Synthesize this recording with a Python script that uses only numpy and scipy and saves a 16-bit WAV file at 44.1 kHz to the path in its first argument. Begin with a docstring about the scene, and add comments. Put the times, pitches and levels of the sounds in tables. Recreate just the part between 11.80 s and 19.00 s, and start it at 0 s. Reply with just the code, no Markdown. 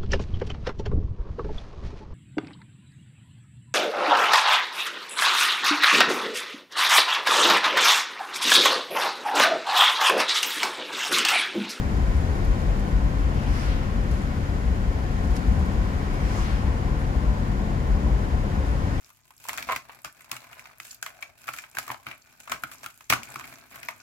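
"""Inside a cruising car

On a dual carriageway, the road shakes the car's body into a low rumble, with a thud at each bump.
The engine hums at about 2000 rpm, the tyres roar on the asphalt and wind hisses along the glass.
Three oncoming cars swish past beyond the central strip. Faint ticks dot the cabin,
most of them from its plastic trim."""
import sys
import numpy as np
from scipy import signal
from scipy.fft import rfft, irfft
from scipy.io import wavfile
from scipy.ndimage import uniform_filter1d

SR = 44100
rng = np.random.default_rng(int(sys.argv[2]) if len(sys.argv) > 2 else 0)


def materialize(psi):
    """Save the field psi as 16-bit PCM at rate SR to the path in sys.argv[1].

    A 1-D psi becomes a single channel; in a 2-D psi each row is a channel.
    """
    bounded = np.clip(np.atleast_2d(psi).T, -1, 1)
    quanta = np.round(bounded * 32767).astype(np.int16)
    wavfile.write(sys.argv[1], SR, quanta)


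N = 317520
TIME, HZ = np.arange(N) / SR, np.fft.rfftfreq(N, 1 / SR)
TOP_HZ = 15800  # the highest treble that is kept

# how far a wave on the left is ahead of the right: (frequency [Hz], lead [radians])
LEFT_LEAD = [(25, -.65), (70, -.38), (140, -.12), (270, -.3), (370, -.9), (550, -.4), (680, -1.7),
             (900, -1.9), (1250, -3.2), (1700, -3.4), (2000, -5.6), (2300, -4.2), (3000, -7.2),
             (4000, -9.4), (6000, -15.4), (10000, -27), (15000, -40)]
# how much louder the cabin is on the left: (frequency [Hz], left minus right [dB])
LEFT_LOUDER = [(40, 4.1), (200, 4.5), (310, 7), (420, 0), (640, 4.5), (840, 1), (1000, 4), (1350, 2.5),
               (1550, -1), (2500, 5), (3500, 1), (6800, -.5), (9000, 1.8), (14000, 2)]


def rumble(shake_db=-26.4, sway_db=1.8, split_hz=75):
    """The body shakes steadily on its springs; each bump takes over for a few cycles with a deep thud."""
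    # the tone of the shaking body: (frequency [Hz], relative level [dB])
    shake_spectrum = [(10, -34), (20, -12), (27, -9), (34, 1.5), (42, 2), (55, -2), (63, -4), (76, -4),
                      (92, -4), (104, -7), (120, -23)]
    # the larger bumps in the road: (time of the peak [s], level [dB], length [s], pitch [Hz])
    bumps = [(.169, -21, .049, 59), (.241, -17.8, .03, 48), (.299, -18, .042, 42), (.366, -16.8, .028, 62),
             (.519, -19.3, .036, 60), (.64, -20.5, .04, 42), (.707, -15.5, .045, 45), (.898, -18, .06, 46),
             (1.154, -16.4, .05, 51), (1.25, -17, .04, 51), (1.389, -21, .048, 47),
             (1.458, -17.9, .032, 59), (1.71, -19.6, .036, 46), (1.896, -18, .042, 53),
             (2.194, -20.3, .07, 46), (2.338, -19.6, .036, 57), (2.876, -18.7, .04, 53),
             (2.926, -20, .03, 56), (3.089, -19.5, .028, 48), (3.523, -17.6, .034, 51),
             (3.698, -15, .036, 55), (3.8, -19.8, .06, 74), (3.994, -18.6, .047, 51),
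             (4.453, -18.8, .048, 51), (4.604, -21, .033, 48), (4.735, -20.8, .05, 53),
             (4.894, -20.3, .04, 59), (5.382, -18.9, .03, 54), (5.487, -16.3, .045, 49),
             (6.121, -16.6, .042, 47), (6.252, -19.7, .024, 67), (6.339, -17.1, .052, 52),
             (6.537, -18.4, .035, 62), (6.795, -20.8, .038, 65), (6.896, -21.3, .06, 58)]
    half_span, skew = 1.12, .8  # in bump lengths; a skew below 1 rises faster than it dies
    max_sag, takeover = .25, .9  # shares: pitch swing from high to low, shaking that a thud replaces
    shake = cabin_noise(shake_spectrum)
    power = uniform_filter1d(uniform_filter1d(shake.mean(0) ** 2, size=3600), size=2400)
    shake = shake / np.sqrt(power)  # evened out, so that the bumps set the swells
    deep = irfft(rfft(shake) / (1 + (HZ / split_hz) ** 8), N)
    deep_gain = gain_of(sway_db * drift(rate_hz=16))
    thuds = np.zeros((2, N))
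    for peak_s, db, length, hz in bumps:
        progress = .5 ** (1 / skew) + (TIME - peak_s) / (2 * half_span * length)  # 0 to 1 in the bump
        during = (progress > 0) & (progress < 1)
        swell = np.sin(np.pi * progress[during] ** skew) ** 2
        falling_hz = hz * (1 - max_sag * rng.random() * (2 * progress[during] - 1))
        cycles = np.cumsum(falling_hz) / SR + rng.random()
        thuds[:, during] += gain_of(db) * swell * cabin_tone(hz, 2 * np.pi * cycles)
        deep_gain[during] *= 1 - takeover * swell
    upper = shake - deep
    return gain_of(shake_db) * (deep * deep_gain + upper) + thuds


def tyres(grain_db=0.55):
    """Rubber on asphalt: a boom through the floor, a roar from the wheel arches, air singing in grooves."""
    # the changing road surface: (time [s], boom level [dB], roar level [dB], singing level [dB])
    road_surface = [(0, -30, -39.5, -45.5), (.7, -32, -38.5, -44.5), (1.3, -32, -40.5, -44.5),
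                    (2.1, -32, -41, -46), (2.7, -32.5, -41, -48), (3.3, -33, -40, -45.5),
                    (3.75, -27, -40, -44), (4.3, -34, -40, -44), (5.1, -31.5, -40.5, -44),
                    (5.8, -30.5, -40, -44), (6.3, -31, -38, -44), (7.2, -31, -41, -45)]
    # the tone of the boom, the roar and the singing tread: (frequency [Hz], relative level [dB])
    boom_spectrum = [(80, 9), (115, -1), (145, -2.5), (190, 0), (225, -2.5), (280, -6), (310, -18),
                     (400, -49)]
    roar_spectrum = [(250, -10.5), (300, 1.5), (400, 0), (540, -1), (640, -5), (760, -10.5)]
    sing_spectrum = [(620, -14), (700, 1.5), (780, 1), (830, -5.5), (885, 0), (930, -6), (985, -2),
                     (1075, -2.5), (1150, -9.5), (1230, -29)]
    boom_db, roar_db, sing_db = curves(road_surface)
    flicker_db = grain_db * drift(rate_hz=11.5)
    boom = cabin_noise(boom_spectrum) * gain_of(boom_db)
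    roar = cabin_noise(roar_spectrum) * gain_of(roar_db + flicker_db)
    sing = cabin_noise(sing_spectrum) * gain_of(sing_db + flicker_db)
    return boom + roar + sing


def engine(start_hz=16.715, sag_hz_per_s=.0075, waver_radians=.25, waver_db=1.7):
    """Tones at multiples of the engine's cycle rate, each wavering as the mounts and panels shake."""
    # the tones of the hum, where 4 is the firing rate: (multiple of the cycle rate, level [dB])
    harmonics = [(2, -45), (3, -42), (4, -36.5), (6, -47), (8, -37.5), (10, -45), (12, -43), (13, -49),
                 (14, -48), (17, -45.5), (20, -51.5), (21, -56.5), (22, -58), (25, -57.5), (29, -63),
                 (30, -63), (34, -61), (42, -64), (47, -63), (48, -61)]
    cycle_hz = start_hz - sag_hz_per_s * TIME  # one cycle is two turns of the crankshaft
    cycles = np.cumsum(cycle_hz) / SR
    out = np.zeros((2, N))
    for multiple, db in harmonics:
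        angle = 2 * np.pi * (multiple * cycles + rng.random()) + waver_radians * drift(rate_hz=3)
        level = gain_of(db + waver_db * drift(rate_hz=2.5))
        out += level * cabin_tone(multiple * cycle_hz.mean(), angle)
    return out


def wind(flutter_db=.2):
    """Air hisses along the glass and flutters a little."""
    # air rushing over the body: (time [s], level [dB])
    airflow = [(0, -45), (.7, -45), (1.3, -46.5), (2.1, -47.5), (2.4, -46), (3, -47), (3.6, -45.5),
               (4.2, -46), (5, -47), (6, -47), (7.2, -46)]
    # the tone of the hiss: (frequency [Hz], relative level [dB])
    hiss_spectrum = [(950, -1), (1220, 0.5), (1310, 2), (1450, 1), (1530, 2.5), (1650, -2), (1850, 2.5),
                     (1990, -0.5), (2170, -1), (2700, -7), (3050, -7), (3400, -10), (4100, -12),
                     (5100, -11.5), (6050, -16.5), (6700, -13), (8500, -22.5), (10900, -22), (12000, -25),
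                     (13400, -26), (15500, -32)]
    return cabin_noise(hiss_spectrum) * gain_of(curves(airflow)[0] + flutter_db * drift(rate_hz=18))


def oncoming_cars(split_hz=4300, sweep_db=2, hiss_db=-54.5, wake_pan_db=3.5):
    """Each car's tyre rush falls in pitch; alongside come a hiss and a hoot, then the duller wake."""
    # the passing cars: (time alongside [s], swish level [dB], closing speed over passing gap [1/s],
    # rush pitch [Hz], rush base level [dB], wake level [dB], hoot level [dB], hiss pitch [Hz])
    cars = [(1.805, -43.5, 9.1, 2740, -53, -48.2, -64, 5030),
            (4.585, -43.5, 8.7, 2033, -50.5, -48, -39.5, 6800), (7.40, -45, 7.1, 1800, -55, -47, -50, 5550)]
    # the tone of the swish and of the wake (air dragged behind): (frequency [Hz], relative level [dB])
    swish_spectrum = [(700, -19), (1100, 12), (1400, 6.5), (2200, 5.5), (3000, 2.5), (3700, -5.5),
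                      (5200, 0.5), (7500, -10.5), (9000, -10), (11000, -12.5), (15500, -24)]
    wake_spectrum = [(1100, -12), (1400, 3), (1900, 2), (2400, -2), (3300, -1), (4300, -4), (5000, -10),
                     (6000, -24)]
    doppler = 0.092  # closing speed over the speed of sound: sets how far the pitch falls
    rush_reach, sideways_share = 2.06, 0.28  # how far the rush carries [passing gaps]; its sideways part
    surge_db = 2.2  # the rush surges over uneven asphalt
    out, sides = np.zeros((2, N)), np.array([[.5], [-.5]])
    for pass_s, swish_db, speed, rush_hz, rush_db, wake_db, hoot_db, hiss_hz in cars:
        along = speed * (TIME - pass_s)  # place along the road, in passing gaps
        distance = np.hypot(1, along)
        leaving = along / distance  # -1 coming, 1 going
        swish = cabin_noise(swish_spectrum)
        dull = irfft(rfft(swish) / (1 + (HZ / split_hz) ** 6), N)
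        bright = (swish - dull) * gain_of(-sweep_db * leaving * sides)  # crosses from left to right
        out += gain_of(swish_db) * (dull / distance ** 0.8 + bright / distance ** 1.6)
        hiss = whistle(hiss_hz, width_hz=1000)
        out += gain_of(hiss_db) * hiss * brief_swell(pass_s, half_width_s=.055)
        beam = sideways_share + (1 - sideways_share) * leaving ** 2  # tyres are loudest ahead and behind
        rush = whistle(rush_hz * (1 - doppler * leaving), width_hz=0.2 * rush_hz)
        rush_gain = gain_of(rush_db + surge_db * drift(rate_hz=16))
        out += rush_gain * rush * beam / (1 + (along / rush_reach) ** 4)
        wake = gain_of(wake_db + wake_pan_db * sides) * cabin_noise(wake_spectrum)
        out += wake * brief_swell(pass_s + .095, half_width_s=.085)
        hoot = whistle(hz=1045, width_hz=130)  # the note of the tyre tread
        out += gain_of(hoot_db) * hoot * brief_swell(pass_s + .013, half_width_s=.017)
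    return out


def cabin_ticks(tiny_per_s=7, tiny_db=-59, grain_db=2, rise_share=0.072):
    """Dry ticks, grainy rubs and many tiny ticks, each ringing briefly; most come from the plastic trim."""
    # the ticks and rubs: (time [s], level [dB], decay time [s], treble tilt [dB per octave])
    ticks = [(.168, -54, .014, 2), (.366, -50, .011, 1), (.405, -55.5, .02, 1), (.553, -55, .02, 0),
             (.643, -38.5, .014, -10), (.648, -47, .006, 4), (.79, -53, .015, -3), (.814, -49, .009, -3),
             (.995, -46.3, .006, 3), (1.075, -55.5, .018, 7), (1.545, -55, .01, 3), (1.61, -55, .04, 1),
             (2.236, -53.5, .007, 6), (2.311, -45.5, .014, -2), (2.335, -51, .03, -4),
             (2.368, -54.5, .04, -2), (2.418, -51.5, .009, 0), (3.44, -53, .04, -1), (3.503, -50, .016, 0),
             (3.53, -54, .03, 0), (3.557, -44.5, .005, 1), (3.564, -38.5, .009, -4), (3.675, -51, .02, -3),
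             (3.72, -54, .025, -3), (3.788, -51.5, .02, -1), (3.855, -55, .015, 6), (4.33, -55.5, .04, 1),
             (5.18, -56, .06, 0), (6.855, -56, .08, 2)]  # the one at 3.855 s is simply a faint, very high tick
    # the tone of a tick's burst of noise: (frequency [Hz], relative level [dB])
    burst_spectrum = [(100, -50), (2000, -18), (2600, -5), (3100, -12), (3600, -9), (4400, 0), (5200, -1),
                      (6000, -4), (6700, 0), (8400, -6), (9400, -4), (11400, -2), (12500, -11),
                      (15500, -16)]
    # the notes a tick rings with: (pitch [Hz], relative level [dB], time to fade by 60 dB [s])
    ring_notes = [(3790, -9, .06), (4360, -2, .04), (4680, -5, .04), (5130, -3, .04), (5350, -4, .05),
                  (6640, -5, .06), (10840, -8, .05)]
    ring_db, ring_tilt_db = -5, -4.5  # ticks of this tilt ring the most
    places, sizes = rng.random((round(tiny_per_s * N / SR), 2)).T
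    tiny_ticks = [(s, tiny_db + 6 * size ** 2, .003, 2) for s, size in zip(places * TIME[-1], sizes)]
    out = np.zeros((2, N))
    t, hz = np.arange(SR // 5) / SR, np.fft.rfftfreq(SR // 5, 1 / SR)
    for start_s, db, decay, tilt_db in list(ticks) + tiny_ticks:
        colour_db = value_at(burst_spectrum, hz) + tilt_db * np.log2((hz + 1) / TOP_HZ)
        colour = gain_of(colour_db) * (hz < TOP_HZ)
        grain = gain_of(grain_db * unit_level(uniform_filter1d(rng.standard_normal(len(t)), size=90)))
        noise = irfft(rfft(rng.standard_normal((2, len(t)))) * colour, len(t))
        burst = unit_level(grain * noise) * np.exp(-t / decay)
        ring = sum(gain_of(note_db - 60 * t / fade_s) * np.sin(2 * np.pi * (f * t + rng.random((2, 1))))
                   for f, note_db, fade_s in ring_notes)
        ring_gain = gain_of(ring_db - abs(tilt_db - ring_tilt_db))
        rise = 1 - np.exp(-t / (rise_share * decay))  # longer ticks start more softly
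        tick = gain_of(db) * (burst + ring_gain * ring) * rise
        slot = out[:, round(start_s * SR):][:, :len(t)]
        slot += tick[:, :slot.shape[1]]
    return out


def cabin_noise(spectrum):
    """Stereo noise with the given spectrum: left and right are alike in the bass, unlike in the treble."""
    # how alike the two sides of the cabin sound: (frequency [Hz], likeness [0 to 1])
    likeness = [(20, .99), (55, .998), (120, .96), (220, .96), (320, .62), (440, .55), (560, .75),
                (640, .48), (780, .55), (1020, .15), (1300, .65), (1650, .5), (1800, .25), (2200, .35),
                (2700, .12), (6000, .2), (7000, .1), (15000, .04)]
    common, separate = rng.standard_normal((2, len(HZ))) + 1j * rng.standard_normal((2, len(HZ)))
    alike = np.clip(value_at(likeness, HZ), 0, 1)
    lead, louder = value_at(LEFT_LEAD, HZ), gain_of(value_at(LEFT_LOUDER, HZ))
    left = louder * np.exp(1j * lead) * common
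    right = alike * common + np.sqrt(1 - alike ** 2) * separate
    sum_size = np.sqrt(1 + louder ** 2 + 2 * louder * alike * np.cos(lead))
    low_cut = 1 + (spectrum[0][0] / (HZ + 1)) ** 8  # steep fades beyond the ends of the spectrum
    high_cut = 1 + (HZ / spectrum[-1][0] / 2 ** (1 / 8)) ** 16
    colour = gain_of(value_at(spectrum, HZ)) / low_cut / high_cut
    noise = irfft(np.array([left, right]) * colour / sum_size, N)
    return noise / noise.mean(0).std()


def cabin_tone(hz, angle):
    """A pure tone following the angle [radians], with the left-right difference the cabin has at hz."""
    left = gain_of(value_at(LEFT_LOUDER, hz)) * np.exp(1j * value_at(LEFT_LEAD, hz))
    pair = np.array([[left], [1]])
    return np.sqrt(2) * (pair / abs(pair.mean()) * np.exp(1j * angle)).real


def whistle(hz, width_hz):
    """A narrow band of noise around a steady or gliding pitch."""
    centre = np.mean(hz)
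    band = cabin_noise([(centre - 2 * width_hz, -24), (centre - width_hz / 2, -2),
                        (centre + width_hz / 2, -2), (centre + 2 * width_hz, -24)])
    glide = np.exp(2j * np.pi * np.cumsum((hz - centre) * np.ones(N)) / SR)
    return (signal.hilbert(band) * glide).real


def brief_swell(peak_s, half_width_s):
    """A gain that rises to 1 at the peak and falls away again."""
    return 1 / (1 + ((TIME - peak_s) / half_width_s) ** 2)


def drift(rate_hz):
    """A random wobble of typical size 1, with changes up to about the given rate."""
    times = np.arange(0, N / SR + .01, .005)
    hz = np.fft.rfftfreq(len(times), times[1])
    slow = irfft(rfft(rng.standard_normal(len(times))) / (1 + (hz / rate_hz) ** 4), len(times))
    return np.interp(TIME, times, unit_level(slow))


def curves(rows):
    """Turns a table of (time, values...) into one sample-by-sample curve for each value."""
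    times, *columns = np.transpose(rows)
    return [np.interp(TIME, times, column) for column in columns]


def value_at(points, hz):
    """Looks up a table of (frequency, value), blending between rows on a musical (log) scale."""
    frequencies, values = np.transpose(points)
    return np.interp(np.log(hz + 1), np.log(frequencies + 1), values)


def gain_of(db):
    """Turns decibels into a factor to multiply by."""
    return 10 ** (np.asarray(db) / 20)


def unit_level(x):
    """Scales a signal to an average level (rms) of 1."""
    return x / np.sqrt(np.mean(x ** 2) + 1e-20)


def scene():
    """Everything heard from the front seat."""
    return rumble() + tyres() + wind() + engine() + oncoming_cars() + cabin_ticks()


def record(dry):
    """Cuts off the treble above TOP_HZ."""
    low_pass = signal.firwin(511, TOP_HZ, window=("kaiser", 9), fs=SR)
    return signal.oaconvolve(dry, low_pass[None], "same")


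dry = scene()
out = record(dry)
materialize(out)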